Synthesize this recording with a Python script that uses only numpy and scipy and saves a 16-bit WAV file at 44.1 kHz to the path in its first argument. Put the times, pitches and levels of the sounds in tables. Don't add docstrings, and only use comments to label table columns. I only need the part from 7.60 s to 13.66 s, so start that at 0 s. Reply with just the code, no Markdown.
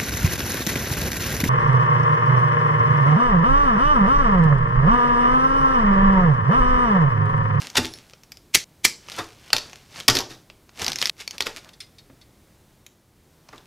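import sys
import numpy as np
from scipy import signal
from scipy.fft import rfft, irfft, next_fast_len
from scipy.io import wavfile
from scipy.ndimage import uniform_filter1d

SR = 44100
rng = np.random.default_rng(int(sys.argv[2]) if len(sys.argv) > 2 else 0)


def materialize(psi):
    bounded = np.clip(np.atleast_2d(psi).T, -1, 1)
    quanta = np.round(bounded * 32767).astype(np.int16)
    wavfile.write(sys.argv[1], SR, quanta)


N = 267246
T = np.arange(SR // 2) / SR
LEAD = SR // 50


def amp(db):
    return 10 ** (np.asarray(db) / 20)


def unit(x):
    return x / np.sqrt(np.mean(x ** 2) + 1e-20)


def punch(x, size=441):
    return x / np.sqrt(uniform_filter1d(x ** 2, size, mode="constant").max() + 1e-20)


def along(points, hz):
    point_hz, values = np.transpose(points)
    return np.interp(np.log(hz + 1), np.log(point_hz), values)


def coloured(x, spectrum):
    size = 2 * next_fast_len(len(x))
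    gain = amp(along(spectrum, np.fft.rfftfreq(size, 1 / SR)))
    cepstrum = irfft(np.log(gain))
    cepstrum[1:size // 2] *= 2
    cepstrum[size // 2 + 1:] = 0
    return irfft(rfft(x, size) * np.exp(rfft(cepstrum)))[:len(x)]


def band(x, lo_hz, hi_hz, order=2):
    edges_hz = np.clip([lo_hz, hi_hz], 1, SR / 2 - 1)
    return signal.sosfilt(signal.butter(order, edges_hz, "band", fs=SR, output="sos"), x)


def swell(t, rise_s, fall_s):
    return np.exp(-np.abs(t) / np.where(t < 0, rise_s, fall_s))


def burst(rise_s, fall_s, clump_db=3):
    clumps = amp(clump_db * unit(uniform_filter1d(rng.standard_normal(len(T)), 30)))
    return clumps * rng.standard_normal(len(T)) * swell(T - LEAD / SR, rise_s, fall_s)


def ring(modes):
    hz, db, t60_s = np.transpose(modes)[:, :, None]
    envelopes = amp(db + rng.normal(0, 2.7, db.shape)) * np.exp(-np.log(1000) * T / t60_s)
    tone = (envelopes * np.sin(2 * np.pi * (hz * T + rng.random(hz.shape)))).sum(0)
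    attack = 1 - np.exp(-T / 0.0024)
    return punch(np.pad(tone * attack, (LEAD, 0))[:len(T)])


STOPS_S = [1.043, 3.501]


def add(track, at_s, sound):
    end = min([round(stop * SR) for stop in STOPS_S if stop > at_s] + [N])
    index = round(at_s * SR) - LEAD + np.arange(len(sound))
    heard = (index >= 0) & (index < end)
    track[index[heard]] += sound[heard]


# time in seconds, bite level in dB, rise in seconds, relative thump level in dB.
SNIPS = [(0.9515, -6, 0.0028, -22), (1.2519, -5, 0.00287, -16.5)]
# frequency in Hz, gain in dB.
BITE_SPECTRUM = [(590, -42.5), (1000, -18.5), (1250, -25.5), (1540, -12.5), (1790, -3.5), (2230, 4.5),
                 (2650, -2.5), (3500, -4), (4070, -3.5), (4790, -5.5), (5700, -1), (9280, -10.5),
                 (10700, -8), (13900, -18.5), (16000, -30.5)]
THUMP_SPECTRUM = [(25, -22.5), (70, -10.5), (240, 2), (420, 4.5), (600, -4.5), (1300, -2.5), (2500, -20.5)]
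SHIVER_SPECTRUM = [(200, -5), (400, -4.5), (600, -15.5), (1300, -9.5), (2100, 2.5), (2900, -6.5), (4700, 0),
                   (6200, 1.5), (7500, -11), (11000, -9.5), (15000, -20.5)]
# frequency in Hz, relative level in dB, T60 in seconds.
STEEL_MODES = [(2263, -6, 0.17), (3460, -9.5, 0.16), (4526, -13, 0.12), (4700, 3.5, 0.079),
               (5679, -12, 0.22), (6044, -4.5, 0.15), (7919, -14.5, 0.2), (8511, -19.5, 0.19),
               (9000, -17, 0.14), (10200, -19.5, 0.11)]


def cutters():
    track = np.zeros(N)
    for at_s, db, rise_s, thump_db in SNIPS:
        bite = amp(db) * punch(coloured(burst(rise_s, 0.0026, clump_db=6.5), BITE_SPECTRUM))
        thump = amp(thump_db - 5.5) * punch(coloured(burst(rise_s, 0.0046), THUMP_SPECTRUM))
        steel = amp(db - 30.5) * ring(STEEL_MODES)
        shiver = amp(db - 16.5) * punch(coloured(burst(0.00045, 0.023, clump_db=4), SHIVER_SPECTRUM))
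        add(track, at_s, in_room(bite + thump + steel + shiver, near_db=-14, room_db=-19))
    return track


# time in seconds, clatter in dB, fall in seconds,
# knock in dB, hollow pitch in Hz, thud in dB.
LANDINGS = [(0.1559, -31, 0.012, -33, 900, -50), (0.172, -14, 0.0083, -24, 380, -30.5),
            (1.588, -32, 0.016, -28.5, 1230, -43), (1.931, -17, 0.0013, -29, 880, -41.5),
            (2.4842, -8.5, 0.0023, -21, 1294, -28), (2.555, -25.5, 0.028, -33, 524, -36.5),
            (2.595, -46, .008, -31.5, 904, -48), (2.706, -43, 0.035, -47, 440, -49.5),
            (3.274, -46, 0.0089, -47, 720, -48), (3.808, -25.5, 0.005, -43, 1230, -51.5),
            (3.864, -33, 0.014, -35.5, 523, -48), (4.499, -76, 0.0043, -55, 580, -55),
            (5.93, -61, 0.0044, -44, 1060, -58)]
# frequency in Hz, gain in dB.
CLATTER_SPECTRUM = [(760, -33), (1300, -5.5), (1880, -0.5), (2110, -6), (2600, 2.5), (2860, -1.5),
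                    (3450, 2.5), (5660, 0), (8610, -11.5), (12600, -12), (16000, -38.5)]
KNOCK_SPECTRUM = [(120, -31.5), (250, -14.5), (400, -0.5), (600, -8), (900, -5.5), (1600, -7.5),
                  (2600, -15), (6000, -39.5)]
THUD_SPECTRUM = [(20, 6.5), (45, -14), (85, 4.5), (140, -1), (220, -7), (360, -8.5), (700, -45)]
# frequency in Hz, relative level in dB, T60 in seconds.
SPRUE_MODES = [(446.8, -4.5, .17), (601, -4, 0.15), (736, -11.5, .17), (886.4, -0.5, 0.18),
               (1080, -5, 0.12), (1395, -2.5, 0.1157), (1910, 6, 0.1), (3305, 1, .09), (3636, 8.5, 0.076),
               (3590, -8, 0.045), (3750, 0, 0.051), (4874, 3, 0.054), (4944, -7.5, 0.072),
               (4890, -10.5, 0.11)]
DESK_MODES = [(81.7, -8.5, 0.079), (123, -3.5, 0.25), (169, -13, 0.2), (242.5, -2, 0.19), (269, 3, 0.1253),
              (325.8, -1.5, 0.2226), (366.7, -8, 0.22)]


def landings():
    track = np.zeros(N)
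    knock_linger_s, hollow_fall_s, hollow_ratio = 0.0069, 0.016, 1.149
    for at_s, db, fall_s, knock_db, hollow_hz, thud_db in LANDINGS:
        rise_s = 0.34 * fall_s
        clatter = amp(db) * punch(coloured(burst(rise_s, fall_s), CLATTER_SPECTRUM))
        knock = amp(knock_db) * punch(coloured(burst(rise_s, fall_s + knock_linger_s), KNOCK_SPECTRUM))
        cavity = band(burst(rise_s, hollow_fall_s), hollow_hz / hollow_ratio, hollow_hz * hollow_ratio)
        hollow = amp(knock_db - 3.5) * punch(cavity)
        frame = amp((db + knock_db) / 2 - 3.5) * ring(SPRUE_MODES)
        thud = amp(thud_db) * punch(coloured(burst(0.001, 0.028), THUD_SPECTRUM))
        desk = amp(thud_db + 4.5) * ring(DESK_MODES)
        landing = clatter + knock + hollow + frame + thud + desk
        add(track, at_s, in_room(landing, near_db=-15, room_db=-12))
    return track


def tick(hz, body_db, edge_db, tone, scatter, fall_s):
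    push = scatter * burst(1 / SR, fall_s)
    push[LEAD] += 1
    crack = punch(band(push, 2100, 5850, order=3), size=88)
    pitched = punch(band(push, hz / 1.25, hz * 1.18), size=88)
    body = punch(band(push, 380, 1500), size=88)
    edge = punch(band(push, 7500, 13000), size=88)
    return punch(crack + tone * pitched, size=88) + amp(body_db) * body + amp(edge_db) * edge


# time in seconds, level in dB, pitch in Hz, first flight in seconds.
DROPS = [(1.931, -6.5, 4240, .0345), (2.4811, -3.5, 4820, 0.018), (2.5883, -17, 4760, 0.017)]


def bounces(contacts=3, flight_ratio=0.5, loss_db=8):
    return [(at_s + flight_s * sum(flight_ratio ** j for j in range(k)), db - loss_db * k, hz)
            for at_s, db, hz, flight_s in DROPS for k in range(contacts)]


# time in seconds, level in dB, pitch in Hz.
CLICKS = [(.1553, -21, 2980), (.1701, -20.5, 3700), (.247, -24, 3130), (.5351, -40, 2580),
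          (.635, -43.5, 5510), (.7198, -32.5, 5450), (.7714, -40.5, 5100), (.9456, -14, 4940),
          (1.4855, -33.5, 2650), (1.5187, -30.5, 4000), (1.9038, -31, 2970), (2.1315, -34.5, 2720),
          (2.3595, -35.5, 2690), (2.4076, -30, 3540), (2.553, -16.5, 5000), (2.5687, -14, 4100),
          (2.9001, -38.5, 2940), (3.0929, -46, 2440), (5.2648, -38.5, 6260), (5.8897, -42, 2340),
          (5.9801, -42, 3460)]
MID_PITCH_HZ, TILT_DB_PER_OCTAVE = 4000, 13.5


def clicks():
    track = np.zeros(N)
    for at_s, db, hz in list(CLICKS) + bounces():
        tilt_db = TILT_DB_PER_OCTAVE * np.log2(hz / MID_PITCH_HZ)
        click = tick(hz, body_db=-12 - tilt_db, edge_db=-15 + tilt_db, tone=1, scatter=0.25, fall_s=0.0017)
        add(track, at_s, amp(db) * in_room(click, near_db=-8, room_db=-12))
    return track


# time in seconds, level in dB, pitch in Hz.
SNAPS = [(0.1012, -32.5, 5160), (0.3375, -32, 4670), (3.196, -29.5, 2680), (3.2183, -22.5, 3300),
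         (3.2453, -19.5, 5430), (3.2646, -16.5, 4800), (3.2808, -16.5, 4670), (3.3192, -21, 3950),
         (3.3312, -25, 4600), (3.3583, -20.5, 5330), (3.3865, -23.5, 4260), (3.4155, -16, 4470),
         (3.4255, -14, 3140), (3.4567, -12.5, 5030), (3.4745, -26, 4440), (3.4962, -14, 4940),
         (3.677, -22, 4700), (3.7093, -27, 5070), (3.7813, -27.5, 4400), (3.8057, -15.5, 2960),
         (3.823, -21, 4030), (3.868, -20.5, 2490), (4.0918, -43, 3400)]


def snaps():
    track = np.zeros(N)
    for at_s, db, hz in SNAPS:
        edge_db = -14 - 0.2 * (db + 20)
        body_db = -15 - TILT_DB_PER_OCTAVE * np.log2(hz / MID_PITCH_HZ)
        snap = tick(hz, body_db, edge_db, tone=0.68, scatter=0.73, fall_s=0.0013)
        add(track, at_s, amp(db) * in_room(snap, near_db=-10.5, room_db=-14.5))
    return track


def grains(samples, per_second, spread_db, slide):
    sizes = amp(spread_db * np.minimum(rng.exponential(size=samples), 3)) * rng.choice([-1, 1], samples)
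    buckling = rng.random(samples) < per_second / SR
    return unit(sizes * buckling) + slide * rng.standard_normal(samples)


def crackle(samples):
    bands_hz = [(700, 1800), (1800, 3600), (3600, 7200), (7200, 15500)]
    return sum(band(grains(samples, per_second=450, spread_db=0, slide=0.22), *hz) for hz in bands_hz)


# peak time, rise and fall in seconds, crinkle in dB, rub in dB.
MOVES = [(.025, 0.044, 0.058, -36.5, -42.5), (.235, 0.0091, 0.033, -34, -42.5),
         (.36, 0.028, 0.12, -50.5, -58), (1.566, 0.069, 0.069, -37.5, -46),
         (1.885, 0.11, 0.032, -49.5, -57.5), (2.06, 0.14, .14, -47.5, -53), (2.388, 0.038, 0.029, -36, -43),
         (3.224, 0.021, 0.021, -27, -32.5), (3.28, 0.035, 0.036, -37.5, -34.5),
         (3.43, .04, 0.062, -30, -41.5), (3.61, 0.012, 0.012, -32.5, -45.5),
         (3.751, 0.03, 0.016, -46.5, -47.5), (3.895, 0.025, 0.034, -42.5, -45),
         (3.974, 0.0091, 0.017, -36.5, -45), (4.07, 0.058, 0.04, -56, -53), (5.948, 0.048, 0.076, -55, -53)]
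# frequency in Hz, gain in dB.
FILM_SPECTRUM = [(710, -51.5), (1200, -13.5), (1490, -11), (1910, -7.5), (2200, -5), (4040, -7.5),
                 (5350, -7.5), (6300, -10.5), (9610, -18), (11900, -20.5), (16000, -31)]
RUB_SPECTRUM = [(35, -40), (60, -6), (160, -2.5), (242, -3), (279, -6), (896, -6), (1800, -7.5),
                (2340, -30.5), (3960, -120)]


def handling():
    track = np.zeros(N)
    for peak_s, rise_s, fall_s, crinkle_db, rub_db in MOVES:
        start_s = max([peak_s - 0.5] + [stop for stop in STOPS_S if stop < peak_s])
        t = start_s - peak_s + np.arange(SR) / SR
        small_snaps = amp(0.5) * grains(len(t), per_second=55, spread_db=8, slide=0)
        crinkle = amp(crinkle_db) * unit(coloured(unit(crackle(len(t))) + small_snaps, FILM_SPECTRUM))
        friction = grains(len(t), per_second=1600, spread_db=3.5, slide=0.82)
        rub = amp(rub_db) * unit(coloured(friction, RUB_SPECTRUM))
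        move = np.pad((crinkle + rub) * swell(t, rise_s, fall_s), (LEAD, 0))
        add(track, start_s, in_room(move, near_db=-15, room_db=-11))
    return track


# time in seconds, relative level in dB.
PINGS = [(4.133, -44), (4.2037, -29.5), (4.3836, -41), (4.6132, -46.5)]
# frequency in Hz, relative level in dB, T60 in seconds.
PART_MODES = [(2086, -25, 0.21), (3460, 2.5, 0.032), (3750, -7.5, 0.068), (4174, -6.5, .09),
              (4470, -2, 0.048), (4620, -13.5, 0.057), (4970, -1, 0.046), (5310, -4, 0.039),
              (5830, -7, 0.045), (6200, -13, 0.051), (7430, -22, 0.063), (9000, 0, 0.019)]


def pings():
    track = np.zeros(N)
    for at_s, db in PINGS:
        flick = punch(coloured(burst(0.00058, 0.016), FILM_SPECTRUM))
        part = amp(5.5) * ring(PART_MODES)
        add(track, at_s, amp(db - 12.5) * in_room(flick + part, near_db=-8, room_db=-13))
    return track


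# start and length in seconds, pitch in Hz, level in dB.
SQUEAKS = [(0.254, 0.15, 10540, -56.5), (0.315, 0.065, 5350, -47)]


def squeaks():
    track = np.zeros(N)
    for start_s, length_s, hz, db in SQUEAKS:
        arch = np.sin(np.pi * np.clip((T - LEAD / SR) / length_s, 0, 1))
        squeak = unit(band(rng.standard_normal(len(T)), hz - 160, hz + 160))
        add(track, start_s, amp(db) * arch * squeak)
    return track


# frequency in Hz, T60 in seconds.
ROOM_T60 = [(100, 0.46), (500, 0.49), (2000, 0.24), (6000, .34), (14000, 0.18)]


def in_room(x, near_db, room_db):
    hz, t, spectra = signal.stft(rng.standard_normal(len(T)), SR, nperseg=256)
    decay = np.exp(-np.log(1000) * t / along(ROOM_T60, hz)[:, None])
    tail = signal.istft(spectra * decay, SR, nperseg=256)[1][:len(T)]
    tail *= 1 - np.exp(-T / 0.004)
    near = rng.standard_normal(len(T)) * T * np.exp(-T / 0.0027)
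    echoes = amp(near_db) * near / np.linalg.norm(near) + amp(room_db) * tail / np.linalg.norm(tail)
    return np.pad(x, (0, len(T) - 1)) + signal.fftconvolve(x, echoes)


# frequency in Hz, gain in dB.
AIR_SPECTRUM = [(12, -30), (20, -10), (120, -2.5), (262, -11), (357, -10.5), (422, -13), (459, -15),
                (1570, -24), (1760, -24.5), (2260, -24.5), (2670, -27.5), (3530, -26.5), (4060, -27),
                (16000, -32.5)]
# time in seconds, gain in dB.
LULL = [(5.1, 0), (5.45, -4), (5.75, -0.5)]


def room_tone(level_db=-56):
    lull_db = np.interp(np.arange(N) / SR, *np.transpose(LULL))
    return amp(level_db + lull_db) * unit(coloured(rng.standard_normal(N), AIR_SPECTRUM))


def scene():
    mono = cutters() + landings() + clicks() + snaps() + pings() + squeaks() + handling() + room_tone()
    return np.array([mono, mono])


def record(dry):
    ceiling, top_hz = 0.72, 15700
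    clipped = dry / (1 + np.abs(dry / ceiling) ** 6) ** (1 / 6)
    size = next_fast_len(N + SR // 2)
    low_pass = 1 / (1 + (np.fft.rfftfreq(size, 1 / SR) / top_hz) ** 90)
    return irfft(rfft(clipped, size) * low_pass, size)[:, :N]


dry = scene()
out = record(dry)
materialize(out)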